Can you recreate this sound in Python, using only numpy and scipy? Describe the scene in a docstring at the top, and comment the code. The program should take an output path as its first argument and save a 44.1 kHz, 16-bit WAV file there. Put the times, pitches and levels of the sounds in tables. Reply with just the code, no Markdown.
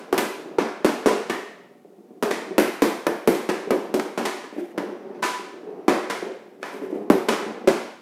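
"""A hockey stick blade dribbles a hard ball on hollow plastic floor tiles in a bare, echoing room.
From the start the ball rumbles, a patter of small bumps, and taps thud in the tiles (damped modes),
crack on the blade (a sharp pulse) and ring the hollow shaft; soon the ball also hops over tile joints.
Past the middle, and again later, the taped blade slides with a hiss of uneven noise.
The last taps and the roll die away at the end; a faint room hush lies under it all."""
import sys
import numpy as np
from scipy import signal
from scipy.fft import rfft, irfft, next_fast_len
from scipy.io import wavfile
from scipy.ndimage import map_coordinates

SR = 44100
rng = np.random.default_rng(int(sys.argv[2]) if len(sys.argv) > 2 else 0)


def store_wav(level_fs):
    """Save 16-bit WAV to argv[1]."""
    pcm = np.round(np.clip(np.atleast_2d(level_fs), -1, 1) * 32767)
    wavfile.write(sys.argv[1], SR, pcm.T.astype(np.int16))


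N = 353241  # length [samples]


def amp(db):
    """Decibels to gain."""
    return 10 ** (np.asarray(db) / 20)


def unit(x):
    """Scales x to an rms of 1."""
    return x / np.sqrt(np.mean(x ** 2) + 1e-20)


def along(points, hz):
    """Reads a curve of (frequency [Hz], value) points on a log frequency axis."""
    point_hz, value = np.transpose(points)
    return np.interp(np.log(hz + 1), np.log(point_hz + 1), value)


def level(rows):
    """Gain per sample from (time [s], level [dB]) rows, silent outside them."""
    s, db = np.transpose(rows)
    return amp(np.interp(np.arange(N) / SR, s, db, -200, -200))


def filtered(x, response):
    """Shapes x by a response given as a function of frequency."""
    size = next_fast_len(len(x) + 8192)
    spectrum = rfft(x, size) * response(np.fft.rfftfreq(size, 1 / SR))
    return irfft(spectrum, size)[:len(x)]


def noise(spectrum, size):
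    """Coloured noise of rms 1."""
    return unit(filtered(rng.standard_normal(size), lambda hz: amp(along(spectrum, hz))))


def pulse(parts, size):
    """One sharp minimum-phase blow, nothing before its start; powers of (spectrum, dB) parts add."""
    hz = np.fft.rfftfreq(2 * size, 1 / SR)
    power = sum(amp(2 * (along(spectrum, hz) + db)) for spectrum, db in parts)
    cepstrum = irfft(np.log(power) / 2)
    # folding the cepstrum forward in time packs the energy at the onset
    cepstrum[1:size] *= 2
    cepstrum[size + 1:] = 0
    return irfft(np.exp(rfft(cepstrum)))[:size]


def ringing(modes, t, spread_db, attack, tilt_db=0, detune=0, damp=1):
    """Damped modes, each struck at a new strength; tilt is per octave about the second mode."""
    hz, db, t60 = np.transpose(modes)[:, :, None]
    db = db + tilt_db * np.log2(hz / hz[1]) + spread_db * rng.standard_normal(db.shape)
    hz = hz * (1 + detune * rng.standard_normal(hz.shape))
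    decay = amp(db - 60 * damp * t / t60)
    swell = 1 - np.exp(-t / attack)
    return (decay * np.sin(2 * np.pi * hz * t)).sum(axis=0) * swell


def add(track, x, s):
    """Mixes x into track from second s on."""
    at = round(s * SR)
    x = x[max(-at, 0):][:len(track) - max(at, 0)]
    track[max(at, 0):][:len(x)] += x


# decay of the room's tail: (frequency [Hz], time to drop 60 dB [s])
ROOM_DECAY = [(150, 0.37), (400, 0.45), (1000, 0.76), (2800, 0.8), (7000, 0.64), (12000, 0.51),
              (15300, 0.44), (16200, 0.015)]


def in_room(x, wet_db, build, direct_db=0):
    """Adds first echoes of near walls and furniture, and a diffuse tail that dies by frequency."""
    hz, t, grains = signal.stft(rng.standard_normal(3 * SR // 4), SR, nperseg=256)
    fade = amp(-60 * t / along(ROOM_DECAY, hz)[:, None])
    tail = signal.istft(grains * fade, SR, nperseg=256)[1]
    t = np.arange(len(tail)) / SR
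    # the tail swells in over the build time [s], denser in its first milliseconds
    tail = tail * (1 - np.exp(-t / build)) * (1 + 1.7 * np.exp(-t / 0.0031))
    tail = tail / np.linalg.norm(tail)
    delay, size = rng.uniform(0.000964, 0.037, size=8), rng.standard_normal(size=8)
    tail[(delay * SR).astype(int)] += 0.6 * size * np.exp(-delay / 0.011)
    wet = signal.fftconvolve(x, tail)
    # wet_db is the energy of the room sound over that of x
    wet = amp(wet_db) * wet * np.linalg.norm(x) / np.linalg.norm(wet)
    add(wet, amp(direct_db) * x, 0)
    return wet


# colour of the room's hush: (frequency [Hz], relative level [dB])
HUSH_COLOUR = [(40, -21), (70, -13), (100, 1.5), (160, -3), (376, -10.5), (628, -47), (1050, -31),
               (1380, -34), (4390, -40.5), (14800, -43.5), (16500, -51)]


def hush():
    """The faint hush of the room is steady coloured noise."""
    return amp(-51.5) * noise(HUSH_COLOUR, size=N)


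# strokes of the sliding blade:
# (time [s], rise over 20 dB [s], hold [s], hiss level [dB], fade during the hold [dB/s])
SLIDE_STROKES = [(4.598, 0.12, 0.135, -49.5, 78), (6.653, 0.042, 0.38, -46.5, 30)]
# colour of the tape's hiss: (frequency [Hz], relative level [dB])
TAPE_COLOUR = [(1000, 6), (2000, 10), (4000, -6), (8000, -8.5), (13000, -10), (15300, -14), (16200, -52)]
LIFT_S = 0.045  # time for the hiss to drop by 20 dB after the hold


def slides():
    """Cloth tape rubs over the ribbed tiles with an uneven grip, fading as the blade slows."""
    grip = map_coordinates(rng.standard_normal(N // 800 + 4), [np.arange(N) / 800])
    t = np.arange(N) / SR
    stroke = np.zeros(N)
    for s, rise, hold, db, fade_db in SLIDE_STROKES:
        rise_db = -20 * np.maximum(s - t, 0) / rise
        slowing_db = -fade_db * np.clip(t - s, 0, hold)
        lift_db = -20 * np.maximum(t - s - hold, 0) / LIFT_S
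        stroke += amp(db + rise_db + slowing_db + lift_db)
    hiss = stroke * amp(2.5 * grip) * noise(TAPE_COLOUR, size=N)
    return in_room(hiss, wet_db=-17.5, build=0.0096)[:N]


# the ball hops on a tile joint: (time [s], level [dB])
BALL_HOPS = [(0.462, -31), (0.497, -34), (1.71, -34.5), (1.848, -34), (1.985, -37.5), (2.106, -33),
             (2.172, -34), (2.476, -25.5), (2.508, -18.5), (3.673, -17.5), (4.344, -23.5), (4.526, -22.5),
             (4.564, -20), (4.581, -15.5), (5.394, -26.5), (5.539, -28.5), (5.726, -29), (6.036, -29),
             (6.225, -14), (6.744, -25), (6.857, -32), (6.927, -16), (6.957, -17.5)]
# the ball rolls: (time [s], rumble level [dB])
BALL_ROLL = [(0.0, -50.5), (0.31, -39.5), (0.56, -44), (1.3, -43), (1.55, -55), (1.8, -67), (1.87, -59),
             (2.21, -59), (2.39, -40), (2.7, -54), (3.88, -41), (4.62, -77), (4.77, -37), (5.15, -41.5),
             (5.35, -54), (5.64, -42.5), (6.25, -43.5), (6.5, -55), (6.82, -38), (7.05, -44.5), (7.49, -36),
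             (7.9, -48.5), (8.01, -65)]
# a tile over its hollow ribs, also played by the taps; hops damp it faster:
# (frequency [Hz], relative level [dB], time to drop 60 dB [s])
TILE_MODES = [(232, -3, 0.04), (312.5, -2, 0.051), (369, 3.5, 0.057), (437.5, 3, 0.027), (558, -5, 0.04),
              (686, -12.5, 0.05), (840, -29, 0.06)]
# colour of a hard contact, also played by the taps: (frequency [Hz], relative level [dB])
CRACK_COLOUR = [(200, -1), (600, 4), (1100, 4), (1800, -1.5), (2700, -8), (3400, -15.5), (6000, -17.5),
                (16000, -88)]
TILE_SPREAD = 0.041  # tiles differ in pitch by this share
TICK_DB = -8  # gain of the contact tick of a hop, beside its thud


def ball():
    """Soft blows on the tiles: single hops over a dense patter of small bumps."""
    hops, t = np.zeros(N), np.arange(SR // 6) / SR
    tick = amp(TICK_DB) * pulse([(CRACK_COLOUR, 0)], size=1024)
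    for s, db in BALL_HOPS:  # the ball lands again and damps the tile
        thud = ringing(TILE_MODES, t, spread_db=1.5, attack=0.003, detune=TILE_SPREAD, damp=1.8)
        add(hops, amp(db) * thud, s)
        add(hops, amp(db) * tick, s)
    # a few hundred bumps a second, some stronger than the rest
    chance, size = rng.random(N), rng.standard_normal(N)
    bumps = np.clip((260 / SR - chance) * SR, 0, 1) * size * amp(1.4 * rng.exponential(size=N))
    # they fall on one of three tiles after another
    tile = rng.integers(3, size=N // 2048 + 1).repeat(2048)[:N]
    patter = np.zeros(N)
    for k in range(3):
        tile_ring = ringing(TILE_MODES, t, spread_db=2.5, attack=0.00057, detune=TILE_SPREAD)
        patter += signal.fftconvolve(bumps * (tile == k), tile_ring)[:N]
    rolling = unit(patter) + amp(-21) * noise(CRACK_COLOUR, size=N)
    close = hops + level(BALL_ROLL) * rolling
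    heard = np.zeros(N)
    for s in np.arange(0, N / SR, .5):  # the ball moves on and the room answers anew
        stretch = close[round(s * SR):][:SR // 2]
        add(heard, in_room(stretch, wet_db=3.5, build=0.018), s)
    return heard


# blade taps: (time [s], crack level [dB], then over the crack: tile thud [dB], treble [dB],
# shaft ring [dB], ring tilt [dB/octave], first click [dB])
BLADE_TAPS = [(-0.021, -28, -13, -12, -28, 0, -12), (0.1276, -15, -3.5, -14, -37, -15, 2),
              (0.179, -15.5, -10.5, -2.5, -21.5, 8, 0), (0.5849, -12.5, -5.5, -15.5, -29, 4.5, -5),
              (0.8464, -11.5, -2, -8.5, -39, 2.5, -2.5), (1.0596, -11.5, -3, -6.5, -25, -7, -8),
              (1.2976, -16, -9.5, -9.5, -26, 10.5, -3.5), (1.3404, -28.5, -7.5, -39, -35, 19, -3),
              (2.226, -14, -5, -10, -40, -3, -1), (2.3086, -16, -11.5, -7, -45, 12, -7.5),
              (2.5813, -9.5, -6, -9.5, -47, 9.5, 2.5), (2.821, -12.5, -3, -7, -25, 5.5, 0),
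              (3.0671, -14, -5.5, -14.5, -27, 6.5, 2.5), (3.2755, -15, 1, -7.5, -43, 8.5, 3),
              (3.3454, -26, -46, -3, -36, 5, -16), (3.49, -14.5, -8, -10, -26.5, 5.5, -5),
              (3.7067, -17, -1.5, -11.5, -23, 5.5, 0.5), (3.9411, -27, 5, 2, -38, -3, -1.5),
              (3.9956, -18, -22, -11.5, -42, 3, -5), (4.1765, -16.5, -5, -10, -30, -6, -4),
              (4.2531, -16, -11.5, -4.5, -24.5, 7, -6), (4.4371, -29.5, -12, -21, -34, -3, -11),
              (4.778, -20.5, -2.5, -15.5, -28, 5, -1), (5.1456, -38, -7, -23, -30, 4, -11),
              (5.2244, -15, -17, -2, -11, 1, -17), (5.8811, -10.5, -6, -10, -27, 6.5, -4.5),
              (6.0995, -15, -18.5, -8, -28.5, 4.5, -5.5), (6.6281, -19, -26, -15, -26, 7, -20.5),
              (7.1008, -14, 2, -12, -26, 2, 2.5), (7.2856, -14, -6.5, -3.5, -22, 9.5, -6.5),
              (7.3253, -14, -23, -25, -40, -18, 0), (7.6747, -12.5, -1.5, -7, -35, 4.5, -4.5)]
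# air column and walls of the shaft: (frequency [Hz], relative level [dB], time to drop 60 dB [s])
SHAFT_MODES = [(770, -12, .14), (990, 0, .22), (1227, -8, .16), (1500, -9, .14), (1760, -8, .16),
               (1980, -13, .1), (2290, -12, .1), (2560, -14, .1), (2960, -17, .08), (3350, -20, .07)]
# short woody notes of the blade: (frequency [Hz], relative level [dB], time to drop 60 dB [s])
BLADE_MODES = [(1250, -5, .012), (1800, 0, .016), (2650, -8, .007)]
# treble of the crack: (frequency [Hz], relative level [dB])
SNAP_COLOUR = [(1500, 3), (3500, -2.5), (5000, -3.5), (7000, -5.5), (10000, -9), (16000, -39)]
# top of the treble: (frequency [Hz], relative level [dB])
SIZZLE_COLOUR = [(5000, -20), (9000, -3), (12500, 0), (14500, -4), (15600, -12), (17000, -24)]
# the sizzle over the rest of the treble [dB]; it rises with the first click, from GLANCE_DB up
SIZZLE_DB, SIZZLE_PER_DB, GLANCE_DB = -14.5, 1.3632, -6
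BLADE_DB = -15.5  # notes of the blade under the crack, before tilt


def taps():
    """Every tap lands at a new spot, so the room answers each one anew."""
    out, t = np.zeros(N), np.arange(SR // 4) / SR
    for s, db, thud_db, treble_db, ring_db, tilt_db, click_db in BLADE_TAPS:
        thud = ringing(TILE_MODES, t, spread_db=2.5, attack=0.0002, detune=TILE_SPREAD)
        thud = amp(thud_db) * thud
        # a blow on the stiff heel wakes the higher shaft modes and the notes of the blade
        shaft = amp(ring_db) * ringing(SHAFT_MODES, t, spread_db=1.5, attack=.008, tilt_db=tilt_db)
        blade = ringing(BLADE_MODES, t, spread_db=2.5, attack=.0003, detune=.08)
        stick = shaft + amp(BLADE_DB + tilt_db) * blade
        sizzle_db = treble_db + SIZZLE_DB + SIZZLE_PER_DB * max(click_db - GLANCE_DB, 0)
        crack_parts = [(CRACK_COLOUR, 0), (SNAP_COLOUR, treble_db), (SIZZLE_COLOUR, sizzle_db)]
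        add(stick, -amp(19.5) * pulse(crack_parts, size=1024), 0)
        # a glancing contact, or a blade turned away, gives less first click and a slower swell
        swell = 0.00078 * amp(-1.2 * click_db)
        add(out, amp(db) * in_room(stick, wet_db=9.5, build=swell, direct_db=click_db), s)
        add(out, amp(db + 11) * shaft, s)  # the shaft is also heard direct
        add(out, amp(db) * in_room(thud, wet_db=4.5, build=0.0051), s)
    return out


def scene():
    """Layers all sources over the faint hush of the room."""
    return (hush() + slides() + ball() + taps())[None]


LOW_CUT_HZ, TOP_HZ = 201.2, 16990  # band of the microphone


def record(dry):
    """A small microphone cuts the bass; loud peaks saturate a little lopsidedly."""
    low_cut = signal.butter(5, LOW_CUT_HZ, "high", fs=SR, output="sos")
    x = signal.sosfilt(low_cut, dry[0])
    x = x + 0.097 * x ** 2  # lopsided
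    x = x / (1 + np.abs(x / .78) ** 4) ** (1 / 4)  # soft ceiling
    return filtered(x, lambda hz: hz < TOP_HZ)[None]


dry = scene()
out = record(dry)
store_wav(out)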